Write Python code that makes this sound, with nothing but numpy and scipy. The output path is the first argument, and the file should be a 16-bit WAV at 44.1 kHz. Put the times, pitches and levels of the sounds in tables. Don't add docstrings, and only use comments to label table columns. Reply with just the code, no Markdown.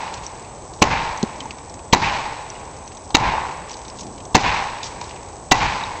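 import sys
import numpy as np
from scipy import signal
from scipy.fft import rfft, irfft
from scipy.io import wavfile
from scipy.ndimage import uniform_filter1d

SR = 44100
rng = np.random.default_rng(int(sys.argv[2]) if len(sys.argv) > 2 else 0)


def convert_level_to_amplitude(level_db):
    exponent = np.asarray(level_db, float) / 20
    return 10 ** exponent


def transcribe(u):
    v = np.clip(np.atleast_2d(u).T, -1, 1)
    q = np.round(v * 32767).astype(np.int16)
    wavfile.write(sys.argv[1], SR, q)


N = 264600


def evened(x):
    return x / np.sqrt(np.mean(x ** 2) + 1e-20)


def colour(x, points, lo_hz=0, hi_hz=1e5):
    f, db = np.transpose(points)
    hz = np.fft.rfftfreq(len(x), 1 / SR) + 1
    band = 1 / np.sqrt((1 + (lo_hz / hz) ** 8) * (1 + (hz / hi_hz) ** 8))
    shape = convert_level_to_amplitude(np.interp(np.log(hz), np.log(f), db))
    return evened(irfft(rfft(x) * shape * band, len(x)))


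def ring(x, hz, width_hz):
    sharpness = np.clip(hz / width_hz, .3, 99)
    return signal.lfilter(*signal.iirpeak(np.clip(hz, 50, 9000), sharpness, SR), x)


def add(mix, s, sound):
    part = mix[round(s * SR):][:len(sound)]
    part += sound[:len(part)]


def random_clicks(per_second, spread_db, most):
    strength = convert_level_to_amplitude(spread_db * np.minimum(rng.exponential(1, N), most))
    return (rng.random(N) < per_second / SR) * strength * rng.choice([-1., 1.], N)


def slow_drift():
    return evened(uniform_filter1d(uniform_filter1d(rng.standard_normal(N), 5000), 5000))


# f/Hz, level/dB [per Hz]
TRAFFIC = [(12, -57.5), (25, -9), (80, -2), (202, -11.5), (470, -8.5), (600, -9), (850, -6), (1120, -12),
           (1300, -22), (1800, -29), (2400, -36), (3500, -30.5), (5100, -31), (7050, -26)]


def yard():
    hum = convert_level_to_amplitude(-36.5 + 0.63 * slow_drift()) * colour(rng.standard_normal(N), TRAFFIC)
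    song = evened(ring(ring(rng.standard_normal(N), 6280, 90), 6280, 90))
    insect = convert_level_to_amplitude(-59.5 + 2.2 * slow_drift()) * song
    dust = evened(ring(ring(random_clicks(150, 3.0, 3), 6000, 2800), 6000, 2800))
    return hum + insect + convert_level_to_amplitude(-52.5) * dust


def whine():
    frame_hz = 30000 / 1001
    line_hz = 262.5 * frame_hz
    t = np.arange(N) / SR
    frames = t * frame_hz
    slips = 0
    for at, turns in ((.1, .5), (.6, 1)):
        slips = slips + turns * (np.floor(frames - at) + np.clip((frames - at) % 1 / .09, 0, 1))
    return convert_level_to_amplitude(-41) * np.cos(2 * np.pi * (line_hz * t - slips))


# t/s, level/dB, f/Hz, half length/s
STEPS = [(.6, -48, 90, 0.15), (1.738, -42.5, 218, 0.041), (2.79, -49, 84.7, 0.023),
         (3.608, -41.5, 150, 0.043), (4.072, -38, 184, 0.09), (4.2, -46, 300, 0.11),
         (5.003, -42, 165, 0.034), (0.25, -44, 5980, .025), (3.723, -52, 5000, 0.041),
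         (4.007, -43, 6000, 0.044), (4.858, -33.5, 5530, .022), (4.902, -44.5, 5500, .05),
         (5.06, -43.5, 5500, 0.07), (1.447, -43, 218, 0.11)]


def steps():
    t = np.arange(N) / SR
    noise = rng.standard_normal(N)
    out = np.zeros(N)
    for s, db, hz, half in STEPS:
        puff = np.exp(-((t - s) / half) ** 2)
        out += convert_level_to_amplitude(db) * puff * evened(ring(ring(noise, hz, hz), hz, hz))
    return out


# delay t/s, level/dB, half length/s
WALLS = [
    (0.066, 1.5, .01),
    (0.11, 3.5, 0.03),
    (0.143, 1, 0.014),
]


def scatter(t, near_db, near_t60, trees_db, held, trees_t60):
    near_s, trees_s = .021, 0.085
    after = np.maximum(t, 0)
    near = np.clip((t - near_s) / .0088, 0, 1) * convert_level_to_amplitude(near_db - 60 * after / near_t60)
    late = np.maximum(t - trees_s - held, 0)
    deep_wood = convert_level_to_amplitude(-13.5 - 60 * late / 2.75)
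    dying = np.hypot(convert_level_to_amplitude(-60 * late / trees_t60), deep_wood)
    trees = np.clip((t - trees_s) / 0.0048, 0, 1) * convert_level_to_amplitude(trees_db) * dying
    walls_db = sum(db * np.exp(-((t - s) / half) ** 2) for s, db, half in WALLS)
    return convert_level_to_amplitude(walls_db) * np.hypot(near, trees)


# t/s, level/dB, knock level/dB, hiss level/dB, near scatter level/dB
ECHOES = [
    (-.31, -0.5, 0, 0.5, 2.5),
    (0.8165, 0, -0.5, -2.5, 0.6),
    (1.9293, 0.73, 0.7, -0.2, -2),
    (3.145, -0.55, -0.9, -6, 2.3),
    (4.3466, 0.95, 1.7, 0, -1.5),
    (5.5156, -.6, 2, .6, 1.7),
]
# f/Hz, level/dB [per Hz]
WOODS = [(40, -3), (140, -2.5), (245, -11), (500, -15), (720, -9), (850, 0.5), (1050, -2.5), (1250, -14.5),
         (1900, -11.5), (2400, -10), (3200, -18), (3900, -15), (6400, -18.5), (7900, -25)]
# near level/dB, near t60/s, tree line level/dB, held/s, tree line t60/s
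SCATTER = [
    (-15, 0.78, -26.5, 0.16, 1.27),
    (-25, 0.48, -25.5, 0.07, 0.55),
    (-19.5, 0.52, -34, 0.094, 1.3),
    (-19, 0.75, -29, 0.02, 0.67),
]


def echoes():
    t = np.arange(N) / SR
    trunks = random_clicks(4000, 1.13, 4)
    edges_hz = ((480, 1450), (1450, 3200), (3200, 1e5), (0, 480))
    bands = []
    for lo, hi in edges_hz:
        clump = uniform_filter1d(uniform_filter1d(rng.standard_normal(N), 400), 400)
        grouped = convert_level_to_amplitude(1.15 * evened(clump))
        bands.append(evened(colour(trunks, WOODS, lo, hi) * grouped))
    slow, out = t[::32], np.zeros(N)
    for s, db, knock_db, hiss_db, near_db in ECHOES:
        for band, (close_db, *rule), tone_db in zip(bands, SCATTER, (0, knock_db, hiss_db, 0)):
            strength = scatter(slow - s, close_db + near_db, *rule)
            out += convert_level_to_amplitude(db + tone_db) * np.interp(t, slow, strength) * band
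    return out


# t/s, peak level/dB, f/Hz, t60/s
KNOCKS = [(1.2296, -7.5, 6530, 0.0026), (1.2302, -6.5, 220, 0.043), (1.2308, -17, 332, 0.048),
          (1.2313, -30, 567, 0.014), (1.2358, -3.5, 252, 0.014), (1.2359, -7.5, 377, 0.018),
          (1.2365, -24, 790, 0.045), (1.405, -32, 3100, 0.057), (1.4032, -24, 4130, 0.0042),
          (1.4562, -21, 902, 0.057), (1.508, -22, 4460, 0.0041), (1.5082, -18, 2640, 0.01),
          (1.233, -23, 454, 0.015), (0.2658, -16, 6100, 0.0047), (2.5022, -18.5, 5900, 0.0097),
          (2.553, -33, 2900, 0.039), (3.105, -19, 856, 0.026), (3.149, 3.5, 2700, 0.035),
          (3.1685, -6, 914, .02), (.8312, -2.5, 898, .05), (3.337, -6.5, 890, 0.032),
          (3.381, -11.5, 980, 0.021), (5.015, -22, 966, 0.064), (5.838, -18.5, 3780, 0.024)]


def knocks():
    out, t = np.zeros(N), np.arange(4000) / SR
    for s, db, hz, t60 in KNOCKS:
        soft_start = np.clip(2 * hz * t, 0, 1)
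        add(out, s, -convert_level_to_amplitude(db - 60 * t / t60) * np.sin(2 * np.pi * hz * t) * soft_start)
    return out


# t/s, peak level/dB, f/Hz, relative snap level/dB
SPLINTERS = [(0.176, -30, 2870, 3), (0.4486, -31, 2600, -1), (0.7893, -36.5, 2780, 1),
             (1.175, -20.5, 5900, -5.5), (1.2277, -16, 4200, -6), (1.329, -28.5, 2430, -9),
             (1.3596, -27, 5900, -7), (1.405, -24, 3080, 5), (1.509, -24.5, 2620, 2),
             (1.585, -27, 2490, -2.5), (1.7927, -33, 2480, 2.5), (2.5506, -30.5, 3020, -6.5),
             (2.9182, -29.5, 2920, 0.5), (3.1055, -29.5, 3800, 6), (3.5176, -24.5, 2160, -1.5),
             (3.687, -32.5, 2450, 3.5), (3.6955, -27.5, 2470, 6.5), (3.7087, -23, 2880, -3),
             (3.7405, -22.5, 4290, -7.5), (3.8506, -25.5, 3970, -8), (4.1796, -28.5, 2750, -9),
             (4.2028, -26, 2860, -11), (4.8316, -15.5, 3800, -2), (5.0137, -21.5, 2520, 3.5),
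             (5.041, -25, 3840, -0.5), (5.1108, -24, 2690, -7.5), (5.16, -25.5, 2940, -4.5),
             (5.8346, -25.5, 3850, -3.5), (1.21, -31, 2350, -0.5), (2.4127, -32, 2380, -6.5)]
# t/s, peak level/dB, f/Hz, relative snap level/dB
GRIT = [(0.1403, -19.5, 5600, 3), (0.2364, -20.5, 6060, -10), (0.265, -14, 5870, -15.5),
        (0.397, -27.5, 7200, -4), (0.737, -29.5, 6150, 3), (1.4364, -32.5, 6300, -1.5),
        (1.456, -26.5, 6360, -10.5), (1.6972, -27.5, 5530, -6), (1.7409, -22.5, 6300, -6),
        (2.5007, -27.5, 5820, -3), (2.877, -25, 5860, -2), (2.95, -25.5, 6750, -8),
        (2.9707, -20.5, 5960, -10), (3.715, -18.5, 5820, -8.5), (3.7303, -20.5, 5000, -9),
        (3.7695, -22, 5870, -6.5), (3.7915, -30.5, 6060, 3.5), (3.8174, -33.5, 5980, 4.5),
        (3.8818, -23, 5650, -3), (3.9, -27, 5200, 1), (3.988, -26, 5720, 1.5), (3.995, -20, 6350, -7.5),
        (4.0078, -14, 5900, -14), (4.033, -24.5, 5930, -5.5), (4.0675, -29.5, 5900, 2.5),
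        (4.253, -21, 6070, -12), (4.8414, -13, 5720, -9), (4.8677, -24.5, 5530, 2),
        (5.0934, -26.5, 4800, 1), (5.2859, -32.5, 6500, -2)]


def chips():
    out, t = np.zeros(N), np.arange(4000) / SR
    wide = signal.butter(2, [2200, 7500], "bandpass", fs=SR)
    for table, t60 in ((SPLINTERS, 0.044), (GRIT, 0.038)):
        for s, db, hz, snap_db in table:
            noise = rng.standard_normal(len(t))
            fade = convert_level_to_amplitude(-60 * t / .005) + convert_level_to_amplitude(-2.5 - 60 * t / t60)
            snap = convert_level_to_amplitude(snap_db + 2.5) * fade * evened(signal.lfilter(*wide, noise))
            tone = convert_level_to_amplitude(-60 * t / t60) * evened(ring(noise, hz, 600))
            add(out, s - .0003, convert_level_to_amplitude(db - 12.5) * (tone + snap))
    return out


# f/Hz, level/dB [per Hz]
CRACK = [(180, -47), (300, 1), (579, -12.5), (909, 7.5), (1330, -10.5), (2830, -4.5), (3480, -25.5),
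         (3820, -4), (5240, -15), (6090, -7), (7900, -17), (10300, -56.5), (17400, -120)]


def crack(length):
    return colour(rng.standard_normal(length), CRACK)


# t/s, level/dB, t60/s
REBOUNDS = [
    (.8385, 0.5, 0.018),
    (1.9475, 4, 0.011),
    (3.1679, 1, 0.013),
    (4.3665, 9, 0.007),
    (5.5286, 1, 0.014),
]


def rebounds():
    out, t = np.zeros(N), np.arange(4096) / SR
    for s, db, t60 in REBOUNDS:
        add(out, s, convert_level_to_amplitude(db - 60 * t / t60) * np.clip(t / 0.00091, 0, 1) * crack(len(t)))
    return out


# f/Hz, relative level/dB, t60/s
STUD = [(754.4, -2, 0.12), (842, -7.5, 0.12), (935, -15, 0.015), (1069, -11, 0.1), (1976, -6.5, 0.13),
        (2700, -7, 0.081), (680, -25.5, 0.031), (278.4, 3.5, 0.042), (420, -9.5, .04)]


def stud_ring(t):
    out = 0
    for hz, db, t60 in STUD:
        fade = convert_level_to_amplitude(db - 60 * np.maximum(t, 0) / t60)
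        out = out + fade * np.sin(2 * np.pi * (hz * t + rng.random()))
    return out


def blow(db, tick_db, push_db, stud_db):
    t = np.arange(16384) / SR - .004
    after = np.maximum(t, 0)
    steel = evened(ring(rng.standard_normal(len(t)), 3340, 830))
    tick = convert_level_to_amplitude(tick_db + 10000 * np.minimum(t, 0) - 60 * after / 0.0097) * steel
    late = np.maximum(t - .0015, 0)
    push = -convert_level_to_amplitude(push_db - 60 * late / 0.024) * np.sin(2 * np.pi * 212.4 * late)
    rise = np.clip(t / 0.0051, 0, 1) ** 2
    fibres = convert_level_to_amplitude(-60 * np.maximum(t - .0085, 0) / 0.026) * crack(len(t))
    low_noise = evened(ring(rng.standard_normal(len(t)), 260, 270))
    thump = convert_level_to_amplitude(push_db - 13.0 - 60 * after / 0.12) * low_noise
    wood = fibres + thump + convert_level_to_amplitude(stud_db) * stud_ring(t)
    sway = convert_level_to_amplitude(-25.5) * np.exp(-((t - .13) / 0.054) ** 2) * np.sin(2 * np.pi * 48 * after)
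    return tick + push + sway + convert_level_to_amplitude(db - 4.5) * rise * wood


# t/s, level/dB, steel tick level/dB, low push level/dB, relative stud ring level/dB
BLOWS = [
    (0.8177, 11.5, -20.5, 4, -10.5),
    (1.9284, 10, -5.5, 6, -8),
    (3.1455, 8.5, -17, -4, -13),
    (4.3469, 13, -13.5, 4, -8),
    (5.5138, 11.5, -7, 1, -3),
]


def scene():
    mix = yard() + whine() + steps() + echoes() + knocks() + chips() + rebounds()
    for s, *row in BLOWS:
        add(mix, s - .004, blow(*row))
    return mix[None]


def low_pass(x):
    return signal.sosfilt(signal.butter(12, 16790, fs=SR, output="sos"), x)


def record(dry):
    camera_hz = 16000
    power_db = 10 * np.log10(abs(signal.lfilter(np.ones(300) / 300, 1, dry[0] ** 2)) + 1e-12)
    fall = np.arange(N) * 38.3 / SR
    held_db = np.maximum.accumulate(np.minimum(power_db, -2) + fall) - fall
    over_db = np.clip(held_db + 10.0, 0, None)
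    ducked = dry[0] / convert_level_to_amplitude(signal.lfilter(np.ones(400) / 400, 1, over_db))
    hz = np.fft.rfftfreq(N, 1 / SR)
    sampled = irfft(rfft(np.clip(ducked, -.72, .72)) * (hz < camera_hz / 2), N)
    mirrored = sampled * (1 + 2 * np.cos(2 * np.pi * camera_hz * np.arange(N) / SR))
    edge_db = np.interp(hz, [20, 45, 7000, 7700, 8150, 8600, 8950, 9150],
                        [-4, 0, -1.5, -4.5, -10.5, -22, -35.0, -120])
    smooth = irfft(rfft(mirrored) * convert_level_to_amplitude(edge_db), N)
    clipped = np.clip(smooth, -.7, .7)
    top = signal.firwin(255, 16300, window=("kaiser", 9), fs=SR)
    finished = signal.oaconvolve(clipped, top, "same")[None]
    return low_pass(finished)


dry = scene()
out = record(dry)
transcribe(out)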